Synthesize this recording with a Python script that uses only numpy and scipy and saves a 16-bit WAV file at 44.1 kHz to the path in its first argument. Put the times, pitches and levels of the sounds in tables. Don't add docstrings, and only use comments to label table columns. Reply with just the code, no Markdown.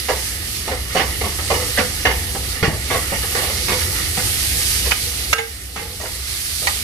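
import sys
import numpy as np
from scipy import signal
from scipy.fft import rfft, irfft, next_fast_len
from scipy.io import wavfile

SR = 44100
rng = np.random.default_rng(int(sys.argv[2]) if len(sys.argv) > 2 else 0)


def unload_wav(signal):
    wavfile.write(
        sys.argv[1],
        SR,
        np.round(np.clip(np.atleast_2d(signal).T, -1, 1) * 32767).astype(np.int16),
    )


def natural_amplitude(level_db):
    exponent = np.asarray(level_db, float) / 20
    return 10 ** exponent


N = 301203
PADDED = next_fast_len(N)


def scene():
    struck = bottom_blows() + wall_blows() + corner_blows() + burner_jolts()
    return struck + natural_amplitude(-21) * kitchen(struck) + dragging() + frying() + rumble()


# mode_hz, level_db, t60_s
STOVE_MODES = [(95, -9, 0.085), (164, -7.5, 0.067), (204, -6.5, 0.048), (259, -15, 0.018), (328, -14, 0.03)]


def knocks(hits, modes, scatter_db, level_db, cloud_db, cloud_t60, skid_db, rise_s, dull_db, tap_db):
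    t = np.arange(12288) / SR
    hz, mode_db, t60 = np.transpose(modes + STOVE_MODES)
    is_stove = np.arange(len(hz)) >= len(modes)
    ringing = natural_amplitude(-60 * np.outer(1 / t60, t)) * np.exp(2j * np.pi * np.outer(hz, t))
    out = np.zeros((2, N + 2 * len(t)))
    for s, peak_db, bright_db, edge_db, thump_db, chatter_s in hits:
        level_luck, lag_luck, phase = rng.standard_normal((3, len(hz)))
        noise = rng.standard_normal((3, len(t)))

        zone_db = np.where(hz > 3200, edge_db, np.where(hz > 1200, bright_db, 0)) + peak_db + level_db
        blow_db = np.where(is_stove, thump_db - 0.5, zone_db)
        strength = natural_amplitude(mode_db + blow_db + scatter_db * level_luck)
        turn = (1 - at_hz(LIKENESS, hz)) * 2.88 * lag_luck
        phasors = np.exp(1j * (phase - np.outer([0, 1], turn)))
        rings = ((strength * sides(hz) * phasors) @ ringing).imag

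        colour = [(200, dull_db - 22.5), (420, dull_db), (900, 0.39),
                  (1300, bright_db + 4), (2200, bright_db + 5.5), (3200, bright_db + 2.5),
                  (4500, edge_db + 0.5), (6000, edge_db), (9000, edge_db - 13.5)]
        cloud = irfft(ports(noise[:2], colour)[1], len(t)) * natural_amplitude(-60 * t / cloud_t60)
        response = rings + natural_amplitude(peak_db + cloud_db) * cloud
        response = response * (1 - np.exp(-t / 0.00039))

        chatter = np.exp(-t / max(chatter_s, .0005)) + natural_amplitude(skid_db) * np.exp(-t / 0.051)
        burst = (noise[2] ** 3 * (1 - np.exp(-t / rise_s)) * chatter)[:len(t) // 2]
        burst[0] = natural_amplitude(tap_db) * np.sqrt(np.sum(burst ** 2))
        force = burst / np.sqrt(np.sum(burst ** 2))

        sound = signal.fftconvolve(response, [force], axes=1)
        start = round(s * SR)
        out[:, start:start + sound.shape[1]] += sound
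    return out[:, :N]


# mode_hz, level_db, t60_s
BOTTOM_MODES = [(384.6, -12.5, 0.15), (452, -6.5, 0.13), (501.7, -2, 0.16), (650, -7, 0.033),
                (761, 3.5, 0.033), (877.5, -13.5, 0.29), (1116, -5, 0.037), (1145, -4, 0.065),
                (1252, 9, 0.05), (1482, -2, 0.12), (1750, 16, 0.026), (1922, 20, 0.023), (2092, 10, 0.084),
                (2180, 6, 0.095), (2440, 1, 0.031), (2585, -6, 0.07), (2893, 10.5, 0.043), (4540, 12, .03)]
# start_s, peak_db, brightness_db, chatter_s
LANDINGS = [(0.086, -1, -17, 0.012), (0.258, -45, 13, 0.008), (0.677, -8.5, -11.5, 0.037),
            (0.95, -4, -15.5, 0.014), (0.994, -10, -5.5, 0.0092), (1.089, -27.5, -4, 0.008),
            (1.211, -10, -15, 0.0034), (1.386, -19.5, -3, 0.0051), (1.503, -3.5, -14.5, 0.0075),
            (1.774, -9, -7.5, 0.0075), (1.786, -4, -11.5, 0.018), (2.052, -2.5, -8.5, 0.008),
            (2.104, -12, -9.5, 0.031), (2.349, -12.5, -14.5, 0.0031), (2.627, -8, -8, 0.0045),
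            (2.713, -21, -15, 0.019), (2.902, -11, -9, 0.0093), (2.917, -12, -7, 0.021),
            (3.119, -9, -21, 0.0083), (3.23, -20, -5.5, 0.0031), (3.349, -11, -6.5, 0.0028),
            (3.499, -17, -11, 0.0038), (3.682, -8.5, -9.5, 0.048), (3.809, -25, -1, 0.008),
            (4.17, -12, -13, 0.0073), (4.574, -37, -38, 0.0064), (4.855, -17, -10, 0.026),
            (6.001, -11, -16, 0.012), (6.619, -14, -18, 0.023)]
# start_s, peak_db, brightness_db
BOUNCES = [(0.091, -4, -16.5), (0.115, -13, -20), (0.713, -10.5, -13.5), (0.967, -5, -9.5),
           (1.006, -7.5, -14), (1.112, -37, -7), (1.238, -12, -13.5), (1.257, -13.5, -28), (1.512, -5, -26),
           (1.541, -10.5, -13), (2.056, -4.5, -35), (2.079, -29, 3), (2.644, -10, -9.5),
           (2.679, -12.5, -21), (2.732, -20, -17), (2.944, -9, -11.5), (2.959, -29, -27.5),
           (3.379, -18.5, -12), (3.419, -15, -24), (3.719, -11, -11.5), (4.189, -22, -5), (6.029, -14, -29),
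           (6.051, -16, -7), (6.079, -32, -17)]


def bottom_blows():
    bounce_chatter_s = 0.018
    rows = sorted(LANDINGS + [row + (bounce_chatter_s,) for row in BOUNCES])
    hits = []
    for s, db, bright_db, chatter_s in rows:
        edge_db, thump_db = -7.5 + 0.62 * bright_db, -12.5 + 0.72 * db
        hits.append((s, db, bright_db, edge_db, thump_db, chatter_s))
    return knocks(hits, BOTTOM_MODES, scatter_db=3.0, level_db=-13.5, cloud_db=4.0, cloud_t60=0.062,
                  skid_db=-11.5, rise_s=0.0031, dull_db=2.0, tap_db=-7)


# mode_hz, level_db, t60_s
WALL_MODES = [(453.2, 3.5, 0.36), (497, -8, 0.2), (810, -14, 0.2), (834, 5.5, 0.24), (1183, 7, 0.087),
              (1294, 1, 0.24), (1350, -7, .25), (1590, 5, 0.27), (1860, -3, 0.2), (1940, 6, 0.081),
              (2070, 8, 0.14), (2237, 10, .09), (2550, 4, 0.063), (2840, 6, 0.087), (2990, 3, 0.043),
              (3430, 9, 0.025), (4680, -8.5, 0.053), (5180, -16, 0.041), (6000, -11, 0.038),
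              (6820, 10, 0.054)]
# start_s, peak_db, brightness_db, edge_db, chatter_s
WALL_HITS = [
    (5.329, -5, 0.5, 0, 0.0067),
    (5.382, -5.5, 0, -9, 0.0074),
    (5.76, -11.5, -7, -10, 0.006),
    (5.774, -13.5, -4, -9, 0.0013),
]


def wall_blows():
    return knocks(rim_hits(WALL_HITS, thump_db=-16.5), WALL_MODES, scatter_db=-4.0, level_db=-16.0, cloud_db=9,
                  cloud_t60=0.018, skid_db=-12, rise_s=0.0024, dull_db=-2.5, tap_db=-7.5)


# mode_hz, level_db, t60_s
CORNER_MODES = [(860, -4.5, 0.029), (1232, 5.5, 0.11), (1390, -4, 0.024), (1934, 7.5, 0.039),
                (2160, 13, 0.046), (2340, 5, 0.041), (3020, 7, 0.028), (3270, -19, 0.07), (4440, -3, 0.027),
                (5840, -9, 0.037)]
# start_s, peak_db, brightness_db, edge_db, chatter_s
CORNER_HITS = [
    (4.91, -11.5, -6, 0, 0.0039),
    (4.918, -6, -2, -20, 0.0017),
    (6.671, -1, -8.5, -5, 0.0045),
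    (6.686, -4, -26, -13.5, 0.0014),
]


def corner_blows():
    return knocks(rim_hits(CORNER_HITS, thump_db=-29), CORNER_MODES, scatter_db=4.5, level_db=-12.0, cloud_db=-1.5,
                  cloud_t60=0.071, skid_db=-24, rise_s=0.0026, dull_db=-12, tap_db=4.0)


def rim_hits(rows, thump_db):
    return [row[:-1] + (thump_db, row[-1]) for row in rows]


# start_s, thump_db
JOLTS = [
    (2.626, -1.5),
    (2.679, -5.5),
    (2.732, -27),
    (3.72, -22),
]


def burner_jolts():
    hits = [(s, -30, -20, -20, thump_db, 0.0039) for s, thump_db in JOLTS]
    return knocks(hits, BOTTOM_MODES, scatter_db=1.0, level_db=-17, cloud_db=3.5, cloud_t60=0.06,
                  skid_db=-21, rise_s=0.0021, dull_db=3, tap_db=2)


# start_s, spoon_speed_db, spoon_weight_db
STIR = [(0.0, -28.5, -41), (0.6, -32, -44), (0.98, -30, -45), (1.3, -33, -47), (1.63, -28, -31),
        (1.85, -31.5, -49), (2.15, -34, -40), (2.4, -36, -40), (2.6, -29.5, -36), (2.71, -35, -38),
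        (2.84, -32.5, -45), (3.3, -30.5, -34.5), (3.43, -28, -34.5), (4.6, -34.5, -39.5), (5.4, -34.5, -38),
        (5.59, -30.5, -52), (5.81, -38, -27.5), (6.3, -31.5, -46.5)]


def dragging():
    speed_db, weight_db = in_time(STIR)
    scrape = natural_amplitude(speed_db - 2.5) * rub(1200, 3200, per_s=2500, damping=0.38)
    press_db = weight_db - 5 + 3.5 * shake()
    return scrape + natural_amplitude(press_db) * rub(300, 1200, per_s=1300, damping=0.39)


def rub(low_hz, high_hz, per_s, damping):
    slips = grains(per_s, 1.7, (2, N)) * natural_amplitude(2 * drift(7.4))
    out = np.zeros((2, PADDED))
    modes = [mode for mode in BOTTOM_MODES if low_hz < mode[0] < high_hz]
    for k, (hz, level_db, t60) in enumerate(modes):
        r, w = natural_amplitude(-60 / (t60 * damping * SR)), 2 * np.pi * hz / SR
        rung = signal.lfilter([0, np.sin(w)], [1, -2 * r * np.cos(w), r * r], slips)
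        out[:, :N] += natural_amplitude(level_db + 2.0 * drift(3.1)) * rung * (-1) ** k
    _, heard = ports(out, [(100, 0), (10000, 0)])
    return rms_one(irfft(heard, PADDED)[:, :N])


def shake():
    s, db = np.transpose(LANDINGS)[:2]
    coarse = np.arange(0, N, 64)
    since = np.maximum(coarse / SR - s[:, None], 0) / 0.078
    swell = natural_amplitude(db / 2) @ (since * np.exp(1 - since))
    return np.interp(np.arange(N), coarse, swell)


# band_hz, density_db
FRY_SPECTRUM = [(700, -20), (1050, -18.5), (1400, -12), (2000, -6.5), (2500, -6), (3200, -4), (4600, -2),
                (5800, -3.5), (7200, -5.5), (8500, -1.5), (10900, -1.5), (12300, -3.5), (13500, -10.5),
                (15600, -13)]
# start_s, level_db
SIZZLE = [(0.0, -27.5), (0.68, -30.5), (0.9, -31), (1.3, -29.5), (1.76, -26), (1.81, -29), (2.45, -32.5),
          (2.7, -33.5), (2.85, -29), (3.1, -30.5), (3.45, -26.5), (3.9, -26.5), (4.38, -27), (4.79, -25.5),
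          (5.5, -27), (6.1, -30), (6.3, -22), (6.83, -25)]


def frying():
    (fry_db,) = in_time(SIZZLE)
    bursts = grains(14000, 2.7, (2, PADDED))
    return natural_amplitude(fry_db + 5.0) * banded(FRY_SPECTRUM, bursts, patchy_db=1.07, flicker_hz=4.0)


def rumble():
    return natural_amplitude(-28 + 1 * shake()) * appliance()


# band_hz, density_db
RUMBLE_SPECTRUM = [(13, -54), (22, -24), (27, -58), (43, -11), (69, 2.5), (99, -2.5), (171, -19),
                   (349, -16), (421, -18.5), (491, -30), (556, -26), (735, -26), (900, -34), (1170, -60),
                   (1980, -120)]


def appliance():
    hum_hz, width_hz = 63.4, 11.2
    hz, flat = ports(rng.standard_normal((2, PADDED)), [(10, 0), (1000, 0)])
    resonance = 1 / (1 + 1j * (hz - hum_hz ** 2 / hz) / width_hz)
    boom = irfft(flat * resonance, PADDED)[:, :N]
    noise = rng.standard_normal((2, PADDED))
    broad = banded(RUMBLE_SPECTRUM[:-1], noise, patchy_db=1.0, flicker_hz=1.8)
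    return rms_one(broad + rms_one(boom))


def kitchen(x):
    t60_s, wall_cut_hz = 0.35, 14000
    size = next_fast_len(N + SR)
    hz = np.arange(size // 2 + 1) * SR / size
    dull = 1 / (1 + 1j * hz / wall_cut_hz)
    spectrum = rfft(x.mean(axis=0), size)
    echoes = [0, 0]
    for k, lag_s in enumerate(rng.uniform(.008, .035, 16)):
        loop = natural_amplitude(-60 * lag_s / t60_s) * dull * np.exp(-2j * np.pi * hz * lag_s)
        echoes[k % 2] = echoes[k % 2] + loop / (1 - loop) * (-1) ** (k // 2)
    return irfft(spectrum * np.array(echoes), size)[:, :N]


def banded(spectrum, source, patchy_db, flicker_hz):
    hz, coloured = ports(source, [(spectrum[0][0] / 2, -90)] + spectrum)
    lowest, highest = np.log2(spectrum[0][0]), np.log2(min(spectrum[-1][0], SR / 2))
    out, together = 0, drift(flicker_hz)
    for centre in np.arange(lowest, highest + .5, .5):
        window = np.cos(np.pi * np.clip(np.log2(hz) - centre, -.5, .5)) ** 2
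        band = irfft(coloured * window, source.shape[1])[:, :N]
        out = out + natural_amplitude(patchy_db * (1.2 * together + drift(5.7))) * band
    return rms_one(out)


def grains(per_s, spread_db, shape):
    sizes = natural_amplitude(spread_db * np.minimum(rng.exponential(1, shape), 4)) * rng.choice([-1, 1], shape)
    return sizes * (rng.random(shape) < per_s / SR) + 1e-18


def drift(rate):
    r = np.exp(-80 * np.pi * rate / SR)
    slow = signal.lfilter([1], [1, -2 * r, r * r], rng.standard_normal(N // 40 + 2002))[2000:]
    return np.interp(np.arange(N) / 40, np.arange(len(slow)), rms_one(slow))


def in_time(rows):
    s, *columns = np.transpose(rows)
    return [np.interp(np.arange(N) / SR, s, c) for c in columns]


def at_hz(points, hz):
    table = np.array(points)
    return np.interp(np.log(hz), np.log(table[:, 0]), table[:, 1])


def rms_one(x):
    return x / np.sqrt(np.mean(x ** 2) + 1e-20)


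# band_hz, likeness (0 to 1)
LIKENESS = [(30, .99), (60, .97), (250, .9), (600, .78), (1000, .45), (2000, .4), (4000, .25), (12000, .1)]


def ports(pair, spectrum):
    mid, side = rfft(pair)
    hz = np.maximum(np.arange(len(mid)) * SR / pair.shape[1], 1)
    alike = at_hz(LIKENESS, hz)
    lag_s = .00018 * np.clip(hz / 3000, 0, 1)
    late = np.exp(-2j * np.pi * hz * lag_s)
    both = np.sqrt(1 + alike) * mid + np.sqrt(1 - alike) * side * [[1], [-1]]
    return hz, both * [np.ones(len(hz)), late] * sides(hz) * natural_amplitude(at_hz(spectrum, hz))


# band_hz, left_minus_right_db
SHADE = [(80, 4), (125, 2.5), (250, -1.5), (900, -1.5), (1500, -4), (2400, -9.5), (3200, -7), (4600, -10),
         (6000, -4), (7200, -1), (9000, -2.5), (11000, -5), (13000, -0.5)]


def sides(hz):
    shade_db = at_hz(SHADE, hz) * (np.asarray(hz) > 90)
    return natural_amplitude(np.multiply.outer([.5, -.5], shade_db))


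# start_s, step_db
DUCKS = [
    (0.0, -4.5),
    (4.925, -2),
    (5.334, -10.5),
]


def gain_control():
    attack_s, recover_s = .008, 1.6
    s, db = np.transpose(DUCKS)
    since = np.maximum(np.arange(N) / SR - s[:, None], 0)
    return db @ (np.exp(-since / recover_s) * np.minimum(since / attack_s, 1))


def band_limit(x):
    return signal.sosfilt(signal.butter(12, 15780, fs=SR, output="sos"), x)


def record(dry):
    hiss_band = signal.butter(4, 12000, "high", fs=SR, output="sos")
    hiss = signal.sosfilt(hiss_band, rng.standard_normal(dry.shape))
    rounded = 1.428 * np.tanh(natural_amplitude(gain_control()) * dry / 1.175)
    top_cut = signal.ellip(8, .5, 60, 15200, fs=SR, output="sos")
    mix = signal.sosfilt(top_cut, rounded + natural_amplitude(-43) * hiss)
    return band_limit(mix)


dry = scene()
out = record(dry)
unload_wav(out)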